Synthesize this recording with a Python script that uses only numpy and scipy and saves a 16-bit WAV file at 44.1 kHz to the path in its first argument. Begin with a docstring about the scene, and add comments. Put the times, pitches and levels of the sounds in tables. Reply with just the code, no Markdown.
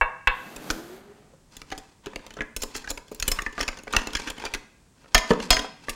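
"""Over faint room noise, a plate lands on a wooden kitchen counter, one edge and then the other: fading tones.
A drawer then rolls open: rough noise for the rumble and hiss, and a wavering tone for the bearings.
A hand rummages among wooden, plastic and steel utensils: short knocks and strokes of rubbing noise.
Late on, a big utensil rings from three blows, with a thud on the drawer between them.
A modest kitchen echo surrounds it all, and a close clip-on microphone overloads on the hardest knocks."""
import sys
import numpy as np
from scipy import signal
from scipy.fft import rfft, irfft, next_fast_len
from scipy.io import wavfile
from scipy.ndimage import uniform_filter1d

SR = 44100
rng = np.random.default_rng(int(sys.argv[2]) if len(sys.argv) > 2 else 0)


def waveform_to_disk(signal):
    """Save audio, clipped to [-1, 1], as 16-bit WAV at the path in sys.argv[1]."""
    frames = np.transpose(np.atleast_2d(signal))
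    scaled = np.clip(frames, -1, 1) * 32767
    samples = np.round(scaled).astype(np.int16)
    wavfile.write(sys.argv[1], SR, samples)


N = 262659

# In the tables, "fade" is the time a sound takes to drop by 60 dB.
# Steady room noise, as a spectrum: (pitch [Hz], relative level [dB])
ROOM_TONE = [(15, -26), (25, 5), (108, 1), (149, 5), (190, -0.5), (775, -12.5), (911, -12), (1940, -18),
             (2760, -21), (4870, -20.5), (7920, -18.5), (14800, -37), (16000, -30)]
ROOM_TONE_DB = -59
# The plate landing, one edge and then the other: (time [s], level [dB], contact brightness [Hz])
PLATE_HITS = [(0.012, -3.5, 2400), (0.2725, -5.5, 3400)]
# Tones of the plate on the counter: (pitch [Hz], relative level [dB], fade before scaling [s])
PLATE_TONES = [(505, -24, .12), (834, -20, .06), (964, -15, .08), (1089, -11.5, .07), (1190, -19, .07),
               (1518, -21, .06), (1625, -13, .055), (1665, -15, .07), (1720, -17, .08), (2013, -21, .07),
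               (2256, -17, .12), (2615, -15, .14), (2660, -11, .06), (2700, -17, .1), (2751, -19, .2),
               (3595, -29, .3), (4102, -27, .15), (7540, -14, .14)]
# Kitchen echo: (pitch [Hz], fade [s], relative level [dB])
KITCHEN_ECHO = [(150, 1, -12), (400, 0.41, -8), (950, 0.46, -7.5), (2670, 0.65, -16), (7000, .38, -15),
                (15000, 0.25, -15)]
# The drawer running out: (time [s], rumble level [dB], bearing hiss level [dB])
SLIDE = [(0.38, -53, -58), (0.47, -46, -55), (0.61, -44, -54.5), (0.72, -39, -47.5), (0.818, -47, -55),
         (0.954, -48, -57), (1.03, -53, -72), (1.33, -64, -86)]
# Whirr of the bearings: (time [s], pitch [Hz], level [dB])
WHIRR = [(0.42, 201.6, -72), (0.561, 259.4, -78), (0.68, 319.6, -46), (0.83, 335.6, -43.5),
         (0.951, 361, -46.5), (1.03, 400, -53), (1.15, 422.5, -63), (1.3, 417, -80)]
# Spectrum of the rolling rumble: (pitch [Hz], relative level [dB])
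RUMBLE_COLOUR = [(59, -53), (100, -21), (205, -2.5), (271, -8), (336, -8), (761, -11.5), (973, -17.5),
                 (1490, -16.5), (5000, -32), (6500, -63.5), (11000, -120)]
# Spectrum of the bearing hiss: (pitch [Hz], relative level [dB])
HISS_COLOUR = [(1880, -24), (3200, -3.5), (4570, -2), (5270, -6.5), (6450, -3.5), (9530, -9), (12500, -5.5),
               (15200, -10), (16000, -19)]
# Utensils knocking on each other and the drawer, before small level trims:
# (time [s], level [dB], brightness [Hz], knock into the drawer [dB], ring pitch [Hz], chatter time [ms])
CONTACTS = [(0.562, -41.5, 7900.0, -44.0, 480.0, 3.8), (0.702, -19.5, 3600.0, -27.0, 1490.0, 3.0),
            (0.708, -29.0, 5600.0, -33.0, 520.0, 3.5), (1.336, -60.5, 2600.0, -54.0, 540.0, 3.0),
            (1.567, -45.0, 8300.0, -51.0, 3490.0, 2.9), (1.617, -36.0, 3900.0, -46.0, 2350.0, 1.4),
            (1.716, -32.0, 3000.0, -53.0, 2970.0, 2.3), (1.721, -26.5, 2700.0, -36.0, 760.0, 4.3),
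            (1.778, -40.0, 6000.0, -45.0, 430.0, 4.9), (2.06, -37.5, 4700.0, -41.0, 1600.0, 1.8),
            (2.068, -32.0, 2600.0, -34.0, 400.0, 1.0), (2.159, -29.5, 4100.0, -34.0, 2760.0, 1.2),
            (2.265, -44.5, 5900.0, -43.0, 1840.0, 2.1), (2.306, -38.0, 3400.0, -48.0, 3000.0, 1.9),
            (2.368, -36.5, 2600.0, -37.0, 1330.0, 3.7), (2.388, -28.0, 1300.0, -33.0, 1520.0, 5.0),
            (2.407, -19.0, 1700.0, -33.0, 1680.0, 1.8), (2.418, -29.5, 2300.0, -37.0, 1670.0, 2.9),
            (2.564, -33.0, 8800.0, -36.0, 5310.0, 3.0), (2.619, -35.0, 8600.0, -41.0, 5340.0, 6.5),
            (2.634, -32.5, 8200.0, -31.0, 1020.0, 3.0), (2.751, -32.0, 4500.0, -38.0, 1640.0, 3.0),
            (2.764, -42.0, 9700.0, -53.0, 7450.0, 8.0), (2.842, -34.0, 2400.0, -46.0, 1540.0, 3.9),
            (2.875, -28.0, 2600.0, -44.0, 1650.0, 1.8), (2.904, -33.0, 9800.0, -36.0, 7300.0, 3.4),
            (2.913, -39.0, 7300.0, -35.0, 4100.0, 1.3), (2.975, -34.0, 4400.0, -41.0, 990.0, 4.1),
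            (3.115, -56.0, 10900.0, -36.0, 430.0, 5.2), (3.147, -49.0, 12400.0, -63.0, 7400.0, 1.7),
            (3.199, -36.0, 8600.0, -60.0, 5340.0, 2.4), (3.225, -25.0, 5700.0, -40.0, 4350.0, 2.7),
            (3.279, -25.0, 10400.0, -31.0, 2950.0, 3.4), (3.316, -25.5, 8000.0, -33.0, 5250.0, 2.7),
            (3.388, -18.5, 2200.0, -56.0, 1830.0, 2.6), (3.463, -18.5, 1700.0, -35.0, 1780.0, 1.9),
            (3.579, -24.0, 2200.0, -34.0, 1200.0, 5.0), (3.604, -20.0, 2200.0, -34.0, 540.0, 3.0),
            (3.61, -25.0, 4900.0, -38.0, 5530.0, 2.6), (3.628, -30.0, 4600.0, -38.0, 1730.0, 3.5),
            (3.679, -25.5, 4200.0, -37.0, 2600.0, 2.6), (3.686, -24.0, 3500.0, -33.0, 1570.0, 1.8),
            (3.729, -37.0, 2600.0, -52.0, 1560.0, 3.4), (3.772, -40.0, 3800.0, -41.0, 1510.0, 4.2),
            (3.835, -53.5, 9900.0, -47.0, 6380.0, 2.0), (3.87, -34.0, 1900.0, -35.0, 1500.0, 2.0),
            (3.878, -28.5, 2300.0, -40.0, 440.0, 1.6), (3.935, -18.5, 2700.0, -29.0, 1210.0, 3.0),
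            (3.945, -23.5, 2500.0, -27.0, 1560.0, 4.3), (3.965, -12.0, 3900.0, -31.0, 2650.0, 1.8),
            (3.987, -26.5, 3000.0, -54.0, 1630.0, 1.9), (4.071, -31.0, 5600.0, -31.0, 2660.0, 1.4),
            (4.133, -34.5, 5200.0, -49.0, 1470.0, 3.4), (4.151, -19.0, 3500.0, -39.0, 3310.0, 2.3),
            (4.166, -30.0, 4100.0, -53.0, 1840.0, 4.7), (4.273, -29.0, 3200.0, -46.0, 1560.0, 9.0),
            (4.398, -34.5, 3300.0, -46.0, 890.0, 4.0), (4.438, -29.0, 2200.0, -36.0, 910.0, 2.4),
            (4.452, -35.5, 5700.0, -35.0, 4720.0, 2.8), (4.462, -30.0, 3000.0, -48.0, 2390.0, 4.8),
            (4.538, -25.0, 4600.0, -46.0, 1630.0, 6.2), (4.548, -28.5, 3500.0, -34.0, 1630.0, 2.1),
            (5.146, -8.5, 4300.0, -26.0, 2000.0, 2.7), (5.15, -10.0, 3800.0, -21.0, 1800.0, 2.6),
            (5.178, -21.5, 4900.0, -47.0, 2090.0, 4.7), (5.306, -10.5, 2000.0, -11.5, 460.0, 4.0),
            (5.334, -31.0, 3200.0, -24.0, 860.0, 2.0), (5.401, -27.0, 3100.0, -37.0, 2900.0, 1.9),
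            (5.505, -13.0, 6000.0, -22.0, 5080.0, 1.9), (5.529, -18.5, 3700.0, -42.0, 3320.0, 1.9),
            (5.544, -29.5, 5400.0, -33.0, 3270.0, 3.0), (5.567, -17.0, 3100.0, -29.0, 1900.0, 2.4),
            (5.591, -26.5, 4100.0, -31.0, 3270.0, 3.7), (5.644, -28.0, 1600.0, -36.0, 760.0, 2.4),
            (5.884, -22.0, 2100.0, -33.0, 1170.0, 2.2), (5.894, -30.0, 6700.0, -36.0, 450.0, 6.7)]
# Edges of the low, mid, high, top and sparkle bands: (edge [Hz])
BAND_EDGES_HZ = [150, 700, 2500, 7000, 9500, 16000]
# Average spectrum of a contact: (pitch [Hz], relative level [dB])
CONTACT_COLOUR = [(150, -10.5), (400, -0.5), (700, -6.5), (1500, 19.5), (2700, 9.5), (4500, 5.5),
                  (7500, 7.5), (9500, -32.5), (16000, -40.5)]
# A contact grows toward the treble up to its brightness, then falls steeply.
# Its level is given at the reference pitch.
RISE_DB_PER_OCTAVE, ROLL_OFF_DB_PER_OCTAVE, REFERENCE_HZ = 4, 18, 3000
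NOTE_DB = 3.5   # a utensil's strongest note, above the untrimmed level of its band
# Tones of the wooden drawer box: (pitch [Hz], relative level [dB], fade [s])
DRAWER_BOX = [(223.8, -3.5, .14), (291.7, -6, 0.2), (323, -4.5, 0.074), (432, -6, 0.15), (469, -8, 0.13),
              (534, -5, .11), (729, -12.5, 0.072), (892, -8.5, .07), (1022, -8, 0.075), (1233, -7, 0.064)]
# Strokes of the hand, dragging utensils along each other, before a trim of each level:
# (middle [s], length [s], rubbing level [dB], scratching level [dB])
STROKES = [(1.57, .1, -56, -54), (1.71, .08, -53, -56), (1.85, .2, -62, -65), (2.09, .09, -49, -62),
           (2.29, .26, -54, -64), (2.409, .04, -39, -55), (2.626, .04, -50, -43), (2.763, .025, -45, -36),
           (2.79, .2, -48, -50), (2.901, .029, -48, -39), (3.13, .14, -58, -56), (3.32, .2, -46, -52),
           (3.608, .051, -40, -43), (3.62, .4, -53, -54), (3.98, .11, -34, -41), (4.13, .2, -46, -53),
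           (4.215, .08, -40, -43), (4.286, .058, -36.5, -44), (4.44, .16, -40, -48), (5.08, .18, -58, -61),
           (5.19, .09, -45, -52), (5.29, .06, -50, -45), (5.35, .12, -38, -51), (5.44, .07, -43, -41),
           (5.56, .18, -45, -58), (5.64, .05, -45, -49), (5.9, .18, -50, -53)]
# Spectrum of rubbing: (pitch [Hz], relative level [dB])
RUBBING_COLOUR = [(76, -68), (130, -9), (257, 7.5), (384, 2.5), (509, 3.5), (695, -12), (921, 6.5),
                  (1330, -5), (1550, -0.5), (1740, -9), (2380, -2), (2840, -5.5), (3450, -1), (3770, -5),
                  (4500, -45), (5850, -130), (9900, -120)]
# Spectrum of scratching: (pitch [Hz], relative level [dB])
SCRATCHING_COLOUR = [(1470, -72), (2500, 3), (3740, -27.5), (4020, 8.5), (6700, 2.5), (8730, -4),
                     (13300, -18), (16000, -37.5)]
# Resonances of the rubbed handles: (pitch [Hz], relative level [dB], fade [s])
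HANDLES = [(915, -9.5, 0.02), (1570, -10, 0.042), (1847, -13, .05), (2000, -15.5, 0.094),
           (2620, -11.5, 0.075), (3165, -21, 0.034)]
# Light touches: level in a stroke of average strength, random spread of level, range of brightness
TOUCH_DB, TOUCH_SPREAD_DB, TOUCH_BRIGHTNESS_HZ = -44, 2.5, (1800, 7000)
TOUCH_FOLLOWS = .7   # share of a stroke's strength that its touches follow
# Clinks of a steel utensil: (time [s], level [dB], contact brightness [Hz])
STEEL_HITS = [(2.633, -35.5, 8000), (3.319, -25, 14900)]
# Tones of the steel utensil: (pitch [Hz], relative level [dB], fade before scaling [s])
STEEL_TONES = [(1047, -13, .16), (1132, -12, .16), (5245, -4, .13), (6314, -14, .11), (7346, -13, .1),
               (12050, -14, .18)]
# Blows on the big utensil: (time [s], level [dB], contact brightness [Hz])
BIG_HITS = [(5.147, -11, 4560), (5.505, -9, 7600), (5.529, -18.5, 7000)]
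# Tones of the big utensil: (pitch [Hz], relative level [dB], fade [s])
BIG_TONES = [(650, -12, .14), (722, -16, .13), (1015, -17, .13), (1530, -17, .13), (1839, -20, .12),
             (2069, -19, .13), (2380, -17, .16), (2810, -16, .12), (3228, -12, .13), (3262, -11, .15),
             (4258, -17, .14), (4338, -11, .12), (4996, -17, .15), (5077, -11, .18), (6438, -17, .18),
             (7063, -15, .15)]
CEILING = .55        # overload level of the microphone's amplifier (full scale is 1)
CUTOFF_HZ = 16200    # nothing much is heard above this


def from_db(db):
    """Turn decibels into a gain."""
    return 10 ** (np.asarray(db) / 20)


def rms_one(x):
    """Scale a sound to an average (rms) strength of 1."""
    return x / np.sqrt(np.mean(x ** 2) + 1e-20)


def level_at_peak(x):
    """Rms strength of the loudest four milliseconds."""
    return np.sqrt(uniform_filter1d(x ** 2, size=176, mode="constant").max() + 1e-20)


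def butter(x, hz, kind, order=2):
    """Filter a sound with a smooth Butterworth filter that never looks ahead."""
    sos = signal.butter(order, np.clip(hz, 10, .45 * SR), kind, fs=SR, output="sos")
    return signal.sosfilt(sos, x + 1e-18)


def at_hz(points, hz, axis=1):
    """Read a table column between its pitches, spacing pitch by octaves."""
    points = np.array(points)
    return np.interp(np.log(np.maximum(hz, 1)), np.log(points[:, 0]), points[:, axis])


def gains_in_time(rows, fade_s=.12):
    """Turn level columns into gain curves that fade to silence before and after."""
    s, *columns = np.transpose(rows)
    s = np.r_[s[0] - fade_s, s, s[-1] + fade_s]
    return [np.interp(np.arange(N) / SR, s, np.r_[0, from_db(c), 0]) for c in columns]


def coloured(x, spectrum):
    """Shape a steady texture with a spectrum and scale it to rms 1."""
    size = next_fast_len(N)
    gain = from_db(at_hz(spectrum, np.fft.rfftfreq(size, 1 / SR)))
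    return rms_one(irfft(rfft(x, size) * gain, size)[:N])


def add(out, s, sound):
    """Mix a sound in at a time in seconds."""
    i = max(0, round(s * SR))
    out[i:i + len(sound)] += sound[:max(0, N - i)]


def ring(force, hz, t60):
    """One fading tone: a click of size 1 starts a sine of height 1, which drops 60 dB in t60 seconds."""
    r, w = 1000 ** (-1 / (t60 * SR)), 2 * np.pi * hz / SR
    return signal.lfilter([0, np.sin(w)], [1, -2 * r * np.cos(w), r * r], force + 1e-18)


def grains(per_s, spread_db):
    """Friction: random tiny slips of very uneven size."""
    sizes = from_db(spread_db * np.minimum(rng.exponential(1, N), 4)) * rng.choice([-1, 1], N)
    return rms_one(sizes * (rng.random(N) < per_s / SR))


def room_tone():
    """Steady quiet noise with the spectrum of the room."""
    return from_db(ROOM_TONE_DB) * coloured(rng.standard_normal(N), ROOM_TONE)


def struck(hits, modes, scatter_db, ring_db, sustain, knock_db, knock_t60, tick_db):
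    """A struck object: its tones and a dense knock, dulled by a soft contact, plus a bright tick."""
    out, t = np.zeros(N), np.arange(SR // 2) / SR
    for s, level_db, bright_hz in hits:
        knock = butter(rng.standard_normal(len(t)), [600, bright_hz], "band")
        sound = from_db(knock_db - 60 * t / knock_t60) * knock
        for hz, db, t60 in modes:
            # each blow excites the tones a little differently
            tone_db = ring_db + db + rng.normal(0, scatter_db)
            fading = from_db(tone_db - 60 * t / (sustain * t60))
            sound += fading * np.sin(2 * np.pi * hz * t + rng.uniform(0, 2 * np.pi))
        tick_noise = butter(rng.standard_normal(len(t)), 2 * bright_hz, "low", order=1)
        tick = from_db(tick_db - 60 * t / .004) * tick_noise
        dulled = butter(sound, bright_hz, "low", order=4)
        add(out, s, from_db(level_db) * (dulled + tick))
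    return out


def plate_landing():
    """The plate rings briefly as each edge meets the counter."""
    return struck(PLATE_HITS, PLATE_TONES, scatter_db=1.3, ring_db=1, sustain=0.93,
                  knock_db=1, knock_t60=0.065, tick_db=-22.5)


def kitchen(x, build_s=0.0042):
    """Scattered reflections swell after the direct sound and fade at a rate set by pitch."""
    t, response = np.arange(int(.8 * SR)) / SR, 0
    edges = np.geomspace(90, 17000, 11)
    for low, high in zip(edges, edges[1:]):
        hz = np.sqrt(low * high)
        swell = 1 - np.exp(-(t / build_s) ** 2)
        decay = from_db(-60 * t / at_hz(KITCHEN_ECHO, hz)) * swell
        noise = butter(rng.standard_normal(len(t)), [low, high], "band")
        gain = from_db(at_hz(KITCHEN_ECHO, hz, axis=2))
        response = response + gain * noise * decay / np.linalg.norm(decay)
    return signal.fftconvolve(x, response)[:N]


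def drawer_slide(waver_hz=14):
    """Ball bearings rumble and hiss along the rails, and their whirr climbs as the drawer gathers speed."""
    rumble, hiss = gains_in_time(SLIDE)
    s, hz, db = np.transpose(WHIRR)
    phase = 2 * np.pi * np.cumsum(np.interp(np.arange(N) / SR, s, hz)) / SR
    # two slow random curves make the whirr waver
    uneven = [rms_one(butter(rng.standard_normal(N), waver_hz, "low")) for _ in range(2)]
    wavering = uneven[0] * np.cos(phase) + uneven[1] * np.sin(phase)
    whirr = gains_in_time(np.c_[s, db])[0] * wavering
    rolling = rumble * coloured(grains(3000, 1.6), RUMBLE_COLOUR)
    hissing = hiss * coloured(grains(12000, 3.4), HISS_COLOUR)
    return whirr + rolling + hissing


def chatter(ms, per_s=4000, rebound=0.74, settle_db=-19, settle_ms=11, size=4000):
    """Force of one touch: a click, a run of rebounds, then the neighbours settling; total energy 1."""
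    t_ms = 1000 * np.arange(size) / SR
    age = t_ms / max(ms, .5)
    settling = from_db(settle_db) * np.exp(-t_ms / settle_ms)
    strength = (1 + 2 * age) * np.exp(-1.5 * age) + settling
    force = rebound * rng.standard_normal(size) * (rng.random(size) < per_s / SR) * strength
    force[0] = 1
    return force / np.linalg.norm(force)


def utensil(force, t60=0.015, t60_spread=0.16, crack=0.42, crack_hz=6000, count=90):
    """A utensil damped by the pile: many short tones, different for each contact, and a dry crack."""
    roots = np.linspace(np.sqrt(BAND_EDGES_HZ[0]), np.sqrt(BAND_EDGES_HZ[-1]), count)
    pitches = roots ** 2 * np.exp(rng.normal(0, 0.029, count))
    # t60 is the fade at 2000 Hz; higher tones fade sooner
    decays = t60 * (pitches / 2000) ** -.25 * np.exp(t60_spread * rng.uniform(-1, 1, count))
    strengths = rng.uniform(-1.02, 1, count) * from_db(at_hz(CONTACT_COLOUR, pitches))
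    body = sum(g * ring(force, hz, decay) for g, hz, decay in zip(strengths, pitches, decays))
    return rms_one(body) + crack * rms_one(butter(force, crack_hz, "low", order=1))


def band_levels(level_db, bright_hz, knock_db):
    """Five band levels: the knock lowest, then a rise that rolls off above the brightness."""
    edges = np.array(BAND_EDGES_HZ[1:])
    hz = np.sqrt(edges[:-1] * edges[1:])
    roll_off = 10 * np.log10(1 + 10 ** (ROLL_OFF_DB_PER_OCTAVE * np.log2(hz / bright_hz) / 10))
    rise = RISE_DB_PER_OCTAVE * np.log2(hz / REFERENCE_HZ)
    return np.r_[knock_db, level_db + rise - roll_off]


def clatter(contacts, band_db=(-1, 0, 0, -0.5, 0.5), box_db=-5):
    """Each contact sounds a utensil, its strongest note and the drawer box beneath."""
    out, into_box = np.zeros(N), np.zeros((len(DRAWER_BOX), N))
    bands = [signal.butter(3, edges, "band", fs=SR, output="sos")
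             for edges in zip(BAND_EDGES_HZ, BAND_EDGES_HZ[1:])]
    for s, level_db, bright_hz, knock_db, ring_hz, ms in contacts:
        force = chatter(ms)
        body = utensil(force)
        levels_db = band_levels(level_db, bright_hz, knock_db)
        for sos, db, trim_db in zip(bands, levels_db, band_db):
            part = signal.sosfilt(sos, body)
            add(out, s, from_db(db + trim_db) * part / level_at_peak(part))
        # low notes last longer
        note = ring(force, ring_hz, .03 * (ring_hz / 3000) ** -.4)
        note_db = levels_db[np.digitize(ring_hz, BAND_EDGES_HZ[1:-1])] + NOTE_DB
        add(out, s, from_db(note_db) * note / np.abs(note).max())
        # the spot that is struck decides how strongly each box tone answers
        for drive in into_box:
            push = from_db([knock_db + box_db + rng.normal(0, 0.97)])
            add(drive, s, push * rng.choice([-1, 1]))
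    box = sum(from_db(db) * ring(drive, hz, t60) for drive, (hz, db, t60) in zip(into_box, DRAWER_BOX))
    return out + box


def rummaging(rub_db=-2.5, scratch_db=-2, catch_db=4.0, catch_hz=35):
    """Handles rub and scratch in swelling strokes, catching and slipping in clumps."""
    rub, scratch = 0, 0
    for s, length, rubbing_db, scratching_db in STROKES:
        stroke = np.exp(-(2 * (np.arange(N) / SR - s) / length) ** 2)
        rub = rub + from_db(rubbing_db) * stroke
        scratch = scratch + from_db(scratching_db) * stroke
    clumps = rms_one(butter(rng.standard_normal(N), catch_hz, "low"))
    catching = from_db(catch_db * np.clip(clumps, -2, 2))
    slips = catching * grains(9000, 5.1)
    handles = sum(from_db(db) * rms_one(ring(catching * grains(1300, 2.5), hz, t60))
                  for hz, db, t60 in HANDLES)
    rubbing = coloured(slips, RUBBING_COLOUR) + handles
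    scratching = coloured(slips, SCRATCHING_COLOUR)
    return from_db(rub_db) * rub * rubbing + from_db(scratch_db) * scratch * scratching


def light_touches(knock_db=-3, ring_share=.55, ms=2.6, count=44):
    """Small contacts at random in the strokes, likelier in long ones, louder in strong; rows like CONTACTS."""
    strokes = np.array(STROKES)
    chance = strokes[:, 1] / strokes[:, 1].sum()
    s, length, rubbing_db, _ = strokes[rng.choice(len(strokes), count, p=chance)].T
    s = s + length * rng.uniform(-.5, .5, count)
    stronger_db = rubbing_db - strokes[:, 2].mean()
    level_db = TOUCH_DB + TOUCH_FOLLOWS * stronger_db + rng.normal(0, TOUCH_SPREAD_DB, count)
    bright_hz = np.exp(rng.uniform(*np.log(TOUCH_BRIGHTNESS_HZ), count))
    return list(zip(s, level_db, bright_hz, level_db + knock_db, ring_share * bright_hz, np.full(count, ms)))


def steel_clinks():
    """A steel utensil clinks with a few clear tones and a tick."""
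    return struck(STEEL_HITS, STEEL_TONES, scatter_db=0.0, ring_db=1, sustain=0.66,
                  knock_db=-15, knock_t60=.03, tick_db=-8)


def big_utensil_blows():
    """The big utensil rings with many tones at each blow."""
    return struck(BIG_HITS, BIG_TONES, scatter_db=2.5, ring_db=1, sustain=1.0,
                  knock_db=-2.5, knock_t60=.11, tick_db=-20)


def scene(plate_room_db=3):
    """Everything in the room; the plate, farther from the microphone, gets more echo."""
    air = room_tone()
    plate = plate_landing()
    utensils = clatter(list(CONTACTS) + light_touches()) + steel_clinks() + big_utensil_blows()
    drawer = drawer_slide() + utensils + rummaging()
    echo = kitchen(drawer + from_db(plate_room_db) * plate)
    return (air + plate + drawer + echo)[None]


def record(dry, thump_db=7, emphasis_hz=3500, thump_hz=(17, 42)):
    """The microphone's amplifier flattens peaks and turns bright bursts into a deep thump."""
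    held = np.clip(dry, -CEILING, CEILING)
    # taking the size of the treble, without its sign, leaves a slow push
    bright = np.abs(butter(held, emphasis_hz, "high", order=1))
    thump = butter(bright, thump_hz, "band", order=1)
    thump = from_db(thump_db) * butter(thump, 15, "high")
    out = np.clip(held + thump, -CEILING, CEILING)
    return signal.sosfilt(signal.ellip(10, .1, 80, CUTOFF_HZ, fs=SR, output="sos"), out)


dry = scene()
out = record(dry)
waveform_to_disk(out)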